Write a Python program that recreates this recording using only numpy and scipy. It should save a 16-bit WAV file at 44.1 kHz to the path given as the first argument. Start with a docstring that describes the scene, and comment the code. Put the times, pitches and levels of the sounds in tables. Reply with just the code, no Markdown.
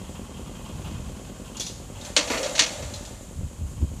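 """A tipper truck with its bed raised creeps away from a heap of sand in a yard, over a soft hiss.
From the start its diesel thuds at idle, as uneven puffs ringing an exhaust pipe; the chassis scuffs, wind puffs.
The latch clinks, sand hisses off the bed, and the loose tailgate bangs, judders against the bed and bangs again,
as noise bursts and ringing modes, while the bed thuds and groans. Last clinks follow, then hard puffs of wind
rumble and thump on the microphone."""
import sys
import numpy as np
from scipy import signal
from scipy.fft import rfft, irfft
from scipy.io import wavfile
from scipy.ndimage import uniform_filter1d

SR = 44100
rng = np.random.default_rng(int(sys.argv[2]) if len(sys.argv) > 2 else 0)


def bounce(signal):
    """Save signal as a 16-bit WAV file at the path given by the first command-line argument."""
    frames = np.transpose(np.atleast_2d(signal))
    limited = np.clip(frames, -1, 1)
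    pcm = np.round(limited * 32767).astype(np.int16)
    wavfile.write(sys.argv[1], SR, pcm)


N = 176400
TIME = np.arange(N) / SR

# All colour tables below set noise spectra. Each row: frequency in Hz, relative density in dB per Hz.

# Blows of the tailgate. Each row: start in seconds, steel clank in dB, bed panel boom in dB,
# contact length in seconds.
TAILGATE_BLOWS = [(2.1647, -17, -26, 0.0027), (2.276, -34, -39, .004), (2.301, -29, -28.5, 0.0056),
                  (2.333, -36.5, -30, .025), (2.372, -34, -49, 0.0063), (2.430, -31.5, -43, 0.0088),
                  (2.459, -35, -37.5, 0.012), (2.551, -29, -44.5, .008), (2.579, -27.5, -37.5, 0.0053),
                  (2.5922, -16, -58, .005), (2.609, -27, -34, 0.0065), (2.717, -40, -51.5, .004),
                  (2.824, -38, -44, 0.0027)]
# Colours of the gate's clank and of the bed's boom.
CLANK_COLOUR = [(300, -42), (900, -7), (1500, -5.5), (2000, 0), (3000, 2.5), (4400, 6), (5300, -0.5),
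                (6100, 3.5), (6900, 2.5), (7700, -5), (8800, -8), (9300, -18.5), (11000, -19), (14000, -59)]
BOOM_COLOUR = [(120, -18), (220, -2), (300, 6), (380, -7.5), (560, 6), (760, -3.5), (1000, -0.5),
               (1500, -4.5), (2500, -3), (5000, -32)]
# Ringing of the gate and of the bed panels. Each row: frequency in Hz, relative level in dB, t60 in seconds.
GATE_MODES = [(1614, -6, .3), (1850, -4, .22), (2161, -3, .28), (2468, -2, .26), (3087, -2, .28),
              (3293, -3, .28), (3862, -4, .24), (4250, 0, .2), (4515, -2, .25), (4716, 1, .25),
              (5773, -1, .28), (6115, -5, .22), (6545, -6, .22), (6960, -3, .2)]
PANEL_MODES = [(302, 0, .28), (491, -1, .55), (530, -7, .6), (589, -3, .42), (658, -4, .4), (790, -9, .4),
               (932, -3, .27), (1066, -8, .3), (1150, -6, .2), (1384, -6, .3)]
GATE_RING_DB, PANEL_RING_DB = -15, -6.5
CLANK_T60_S, BOOM_T60_S, CRACK_T60_S = .2, .29, .052
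CRACK_DB = .5  # crack over clank at the hardest blow
CHATTER_DB, CHATTER_PER_S = 2.2, 260
YARD_DB, YARD_T60_S = -10.5, .51  # tail of the yard, relative to the hit

# Heavy thuds of the bed on its frame. Each row: start in seconds, level in dB, contact length in seconds.
BED_THUDS = [(2.302, -33.5, 0.013), (2.34, -37, 0.034), (2.42, -37.5, 0.014)]
THUD_COLOUR = [(150, -27), (250, -1), (305, 3), (360, -6), (420, 5), (520, -4), (900, -29)]
THUD_T60_S = .14

# The bed groans as the load shifts. Each row: time in seconds, pitch in Hz, level in dB.
BED_GROAN = [(2.28, 480, -62), (2.379, 500, -40), (2.451, 540, -29.5), (2.519, 565, -37.5),
             (2.621, 625, -41), (2.72, 610, -46), (2.821, 535, -40), (2.92, 510, -67), (3.3, 520, -72)]
GROAN_TURNS_PER_S = 190

# Light clinks of latch and chain. Each row: start in seconds, level in dB, leading pitch in Hz.
LATCH_CLINKS = [(1.5685, -38.5, 6930), (1.598, -30.5, 5940), (1.607, -30.5, 3426), (1.665, -34.5, 5850),
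                (2.0124, -43.5, 3720), (2.0498, -40.5, 6230), (2.938, -38, 4150), (2.958, -44, 3900),
                (3.0516, -42.5, 7280)]
CLINK_COLOUR = [(800, -14), (2000, -10.5), (2800, -2.5), (3500, 3.5), (4300, 1.5), (5200, 1.5), (5900, 3),
                (7000, 3.5), (8200, -4), (10000, -9), (14000, -21)]
CLINK_T60_S, CLINK_YARD_DB = .11, -5.5
CLINK_RING_DB, CLINK_RING_T60_S = 3, .09
# The latch's own ringing. Each row: frequency in Hz, relative level in dB, t60 in seconds.
LATCH_MODES = [(3295, -14, .2), (3490, -8, .2), (4850, -16, .15), (5826, -7, .16), (5960, -10, .16),
               (6850, -11, .16)]
LATCH_RING_DB = -9

# Sand and grit sliding on the steel. Each row: time in seconds, level in dB.
SAND_LEVEL = [(0, -65), (1.93, -55), (2.07, -39.5), (2.14, -46), (2.3, -35), (2.47, -36), (2.65, -38),
              (2.8, -40.5), (3.08, -46), (3.25, -52.5), (4, -71)]
SAND_COLOUR = [(200, -19), (400, -3), (560, 12), (850, 6), (1600, 0.5), (3800, -1), (5300, -5.5),
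               (7200, 3.5), (9500, -6.5), (14000, -19.5)]

FIRST_CYCLE_S, CYCLE_S, SLOWING_S_PER_CYCLE = .0943, .1002, .00002
# Uneven firings of one engine cycle. Each row: delay in seconds, level in dB, pulse cut-off in Hz.
FIRINGS = [(-.0275, 4, 100), (0, 2, 505), (.021, 1, 400), (0.047, -12.5, 110)]
FIRING_ROUGH_DB = .8
# Echoes of the exhaust from ground, chassis and walls. Each row: delay in seconds, level in dB.
EXHAUST_ECHOES = [(.0054, -6.5), (0.011, -19.5), (0.0178, -8), (0.034, -14.5)]
# Exhaust pipe resonances. Each row: frequency in Hz, level in dB before division by frequency, t60 in seconds.
PIPE_MODES = [(49, -9.5, 0.43), (120, -9, 0.12), (207, -3.5, 0.08), (253.3, -0.5, 0.095), (296, -15, 0.043),
              (393, -7, 0.064), (484, -1, 0.09), (590, -15, 0.17), (740, -22, 0.093), (866, -53, 0.059)]
DIRECT_PUFF_DB = -14.5  # relative to the pipe
# Exhaust loudness at the microphone. 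Each row: time in seconds, level in dB.
EXHAUST_LEVEL = [(0, -41.5), (.8, -43.5), (1.6, -42.5), (2.4, -45), (3.2, -44), (3.6, -49), (4, -44)]
# Mechanical clatter of the engine: its colour, then its loudness.
CLATTER_COLOUR = [(150, 20), (400, 1), (900, 2), (1300, -2.5), (1700, -9), (2100, -12), (2500, -4.5),
                  (3100, -5.5), (3900, -12), (6000, -13.5), (14000, -30)]
# Each row: time in seconds, level in dB.
CLATTER_LEVEL = [(0, -43.5), (.7, -43), (.9, -39.5), (1.1, -42.5), (1.9, -46.5), (3, -52), (3.5, -49.5),
                 (4, -47)]
CLATTER_DELAY_S, CLATTER_SWING_DB = .049, 3

# Soft scuffs of the creeping truck. Each row: start in seconds, level in dB, length in seconds.
CHASSIS_SCUFFS = [(.04, -52, .03), (.15, -49.5, 0.017), (.36, -51, 0.022), (.46, -51, .02),
                  (.55, -52, 0.046), (.65, -48, 0.011), (.70, -50, 0.0095), (.845, -44.5, 0.025),
                  (1.448, -50.5, 0.031), (1.548, -44, 0.016), (1.951, -48.5, 0.024)]
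SCUFF_COLOUR = [(400, -16), (800, 6.5), (1200, 5), (1700, -12), (2200, -10), (2700, 4.5), (3200, 3.5),
                (3800, -8), (7000, -20), (14000, -16)]
SCUFF_T60_S = .23

# Hard buffets of wind on the microphone. Each row: start in seconds, level in dB, length in seconds.
WIND_BUFFETS = [(3.413, -40, 0.015), (3.823, -29, 0.0255)]
BUFFET_COLOUR = [(50, -2), (100, 3), (200, -3), (320, -4), (450, -20), (1500, -51)]
BUFFET_T60_S = .044
# Wind on the microphone. Each row: time in seconds, level in dB.
WIND_LEVEL = [(0, -43), (.68, -44), (.75, -30.5), (.82, -40.5), (.97, -30), (1.15, -45), (1.7, -48.5),
              (1.78, -38), (1.9, -43.5), (2.7, -55), (2.86, -32.5), (3.2, -42), (3.3, -43), (3.43, -25),
              (3.53, -46), (3.59, -32), (3.79, -35.5), (3.83, -25.5), (3.88, -40), (3.94, -28.5),
              (4, -43.5)]
RUMBLE_COLOUR = [(20, -27), (35, 1), (50, -9), (70, 2), (110, -6.5), (160, -14), (280, -23), (450, -49),
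                 (1500, -76)]
WIND_LUMP_DB = 2.4
# Hiss of the yard.
HISS_COLOUR = [(100, 19), (500, 5), (1500, -8.5), (4000, -8), (5600, -7.5), (6900, 4), (7600, 2.5),
               (8600, -2.5), (10500, -6.5), (12500, -13), (14200, -12.5)]
HISS_DB, HISS_FLUTTER_DB = -47.5, .7

RIPPLE_DB, RIPPLE_HZ = 3.0, 45  # depth and spacing of the steel's spectral peaks
CUTOFF_HZ = 14450


def from_db(db):
    """Decibels to gain."""
    return 10 ** (np.asarray(db) / 20)


def rms_one(x):
    """Scale to unit rms."""
    return x / np.sqrt(np.mean(x ** 2) + 1e-20)


def level(rows):
    """Gain over time, drawn straight in dB between the rows."""
    return from_db(np.interp(TIME, *np.transpose(rows)))


def noise(colour):
    """Unit noise shaped to a colour, falling away below its lowest row."""
    hz, db = np.transpose(colour)
    bins = np.maximum(np.arange(N // 2 + 1) * SR / N, 1)
    gain = from_db(np.interp(np.log(bins), np.log(hz), db))
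    gain = gain * np.minimum(bins / hz[0], 1) ** 2
    return rms_one(irfft(rfft(rng.standard_normal(N)) * gain, N))


def steel(colour):
    """Coloured noise with the close, narrow peaks of a large steel structure."""
    bins = np.arange(N // 2 + 1) * SR / N
    peaks = np.interp(bins / RIPPLE_HZ, np.arange(N), rng.standard_normal(N))
    return rms_one(irfft(rfft(noise(colour)) * from_db(RIPPLE_DB * peaks), N))


def flutter(rate):
    """Random wander of unit rms, with a new target `rate` times a second."""
    return rms_one(np.interp(TIME * rate, np.arange(N), rng.standard_normal(N)))


def ring(clicks, hz, t60):
    """A two-pole resonator: a unit click sets a sine of height 1 ringing and dying."""
    radius = from_db(-60 / (t60 * SR))
    angle = 2 * np.pi * hz / SR
    feedback = [1, -2 * radius * np.cos(angle), radius * radius]
    return signal.lfilter([0, np.sin(angle)], feedback, clicks + 1e-18)


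def clicks_at(times, sizes):
    """A track of single clicks."""
    places = np.clip(np.asarray(times) * SR, 0, N).astype(int)
    return np.bincount(places, sizes, N + 1)[:N]


def dying(start, hold, t60):
    """Envelope: sudden start, short hold, exponential fall."""
    return (TIME >= start) * from_db(-60 * np.maximum(TIME - start - hold, 0) / t60)


def wash(hits, colour, t60, yard_db):
    """Countless close steel modes, as noise, die after each hit and leave the yard's tail."""
    power = 0
    for start, db, hold in hits:
        near = dying(start, hold, t60)
        yard = from_db(yard_db) * dying(start, hold, YARD_T60_S)
        power = power + from_db(db) ** 2 * (near ** 2 + yard ** 2)
    return np.sqrt(power) * steel(colour)


def struck(times, dbs, modes, scatter_db=2):
    """Each blow rings every mode with a strength of its own, starting within one period."""
    total = 0
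    for hz, db, t60 in modes:
        starts = times + rng.random(len(times)) / hz
        sizes = from_db(dbs + db + scatter_db * rng.standard_normal(len(times)))
        total = total + ring(clicks_at(starts, sizes), hz, t60)
    return total


def tailgate():
    """The gate clanks against the bed, whose panels boom and ring on; hard blows also crack."""
    times, clank_db, boom_db, contact = np.transpose(TAILGATE_BLOWS)
    chatter = rms_one(from_db(CHATTER_DB * flutter(CHATTER_PER_S)))
    clank = chatter * wash(zip(times, clank_db, contact), CLANK_COLOUR, CLANK_T60_S, YARD_DB)
    # the crack falls off twice as fast in dB as the clank, so soft blows barely have one
    crack_db = CRACK_DB + 2 * clank_db - clank_db.max()
    crack_shape = sum(from_db(db) * dying(start, hold, CRACK_T60_S)
                      for start, db, hold in zip(times, crack_db, contact))
    crack = noise(CLANK_COLOUR) * crack_shape
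    boom = wash(zip(times, boom_db, contact), BOOM_COLOUR, BOOM_T60_S, YARD_DB)
    gate_ring = struck(times, clank_db + GATE_RING_DB, GATE_MODES)
    panel_ring = struck(times, boom_db + PANEL_RING_DB, PANEL_MODES)
    return crack + clank + boom + gate_ring + panel_ring


def thuds():
    """The bed drops its weight onto the frame with a low, hollow burst of steel noise."""
    return wash(BED_THUDS, THUD_COLOUR, THUD_T60_S, YARD_DB)


def groan():
    """A rough panel resonance that rises and sinks: a gliding tone blurred by random wander."""
    times, hz, db = np.transpose(BED_GROAN)
    phase = 2 * np.pi * np.cumsum(np.interp(TIME, times, hz)) / SR
    rough = flutter(GROAN_TURNS_PER_S) * np.cos(phase) + flutter(GROAN_TURNS_PER_S) * np.sin(phase)
    return from_db(np.interp(TIME, times, db)) * rough


def latch():
    """Small steel parts clink, each with one brief leading note over the ring of the latch."""
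    times, dbs, _ = np.transpose(LATCH_CLINKS)
    notes = sum(ring(clicks_at([start], [from_db(db + CLINK_RING_DB)]), hz, CLINK_RING_T60_S)
                for start, db, hz in LATCH_CLINKS)
    latch_ring = struck(times, dbs + LATCH_RING_DB, LATCH_MODES)
    hits = [(start, db, 0) for start, db, _ in LATCH_CLINKS]
    return notes + latch_ring + wash(hits, CLINK_COLOUR, CLINK_T60_S, CLINK_YARD_DB)


def sand():
    """Shaken loose, grit slides down the hollow bed: noise coloured by the steel."""
    return level(SAND_LEVEL) * steel(SAND_COLOUR)


def exhaust(cycles):
    """Uneven firings puff, echo and ring the exhaust pipe."""
    puffs = 0
    for delay, db, cut_hz in FIRINGS:
        times = cycles + delay
        sizes = from_db(db + FIRING_ROUGH_DB * rng.standard_normal(len(cycles))) * (times > 0)
        soften = signal.butter(2, cut_hz, fs=SR, output="sos")
        puffs = puffs - signal.sosfilt(soften, clicks_at(times, sizes))
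    echoes = sum(from_db(db) * np.interp(TIME - delay, TIME, puffs, left=0)
                 for delay, db in EXHAUST_ECHOES)
    puffs = puffs + echoes
    push = np.gradient(puffs)
    pipe = rms_one(sum(ring(push, hz, t60) * from_db(db) / hz for hz, db, t60 in PIPE_MODES))
    direct = rms_one(signal.sosfilt(signal.butter(2, 55, "high", fs=SR, output="sos"), puffs))
    return rms_one(pipe + from_db(DIRECT_PUFF_DB) * direct)


def clatter(cycles, count):
    """Engine clatter jumps up once a cycle, then sinks, with a fast random flutter."""
    turn = np.interp(TIME - CLATTER_DELAY_S, cycles, count) % 1
    swing_db = -CLATTER_SWING_DB * turn + 1.47 * flutter(150)
    return rms_one(steel(CLATTER_COLOUR) * from_db(swing_db))


def engine():
    """One slightly slowing run of engine cycles drives both exhaust and clatter."""
    count = np.arange(-1, 41)
    cycles = FIRST_CYCLE_S + CYCLE_S * count + SLOWING_S_PER_CYCLE * count ** 2 / 2
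    return level(EXHAUST_LEVEL) * exhaust(cycles) + level(CLATTER_LEVEL) * clatter(cycles, count)


def scuffs():
    """Short, soft rubbing noises from the chassis."""
    return wash(CHASSIS_SCUFFS, SCUFF_COLOUR, SCUFF_T60_S, YARD_DB)


def buffets():
    """The hardest puffs of wind thump on the microphone: low noise bursts with softened edges."""
    shape = sum(from_db(db) * dying(start, hold, BUFFET_T60_S) for start, db, hold in WIND_BUFFETS)
    return noise(BUFFET_COLOUR) * uniform_filter1d(shape, size=400)  # about 9 ms


def wind():
    """Turbulence rumbles on the microphone as lumpy low noise."""
    lumps = from_db(WIND_LUMP_DB * flutter(30))
    return level(WIND_LEVEL) * rms_one(noise(RUMBLE_COLOUR) * lumps)


def yard_hiss():
    """Background noise of the yard, with a slight flutter."""
    return from_db(HISS_DB + HISS_FLUTTER_DB * flutter(17)) * noise(HISS_COLOUR)


def scene():
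    """All sources at one microphone."""
    truck = tailgate() + thuds() + groan() + latch() + sand() + engine() + scuffs()
    return (truck + buffets() + wind() + yard_hiss())[None]


def record(dry):
    """The deepest bass and the top are cut."""
    dry = signal.sosfilt(signal.butter(6, 37, "high", fs=SR, output="sos"), dry)
    return signal.sosfilt(signal.ellip(10, .2, 80, CUTOFF_HZ, fs=SR, output="sos"), dry)


dry = scene()
out = record(dry)
bounce(out)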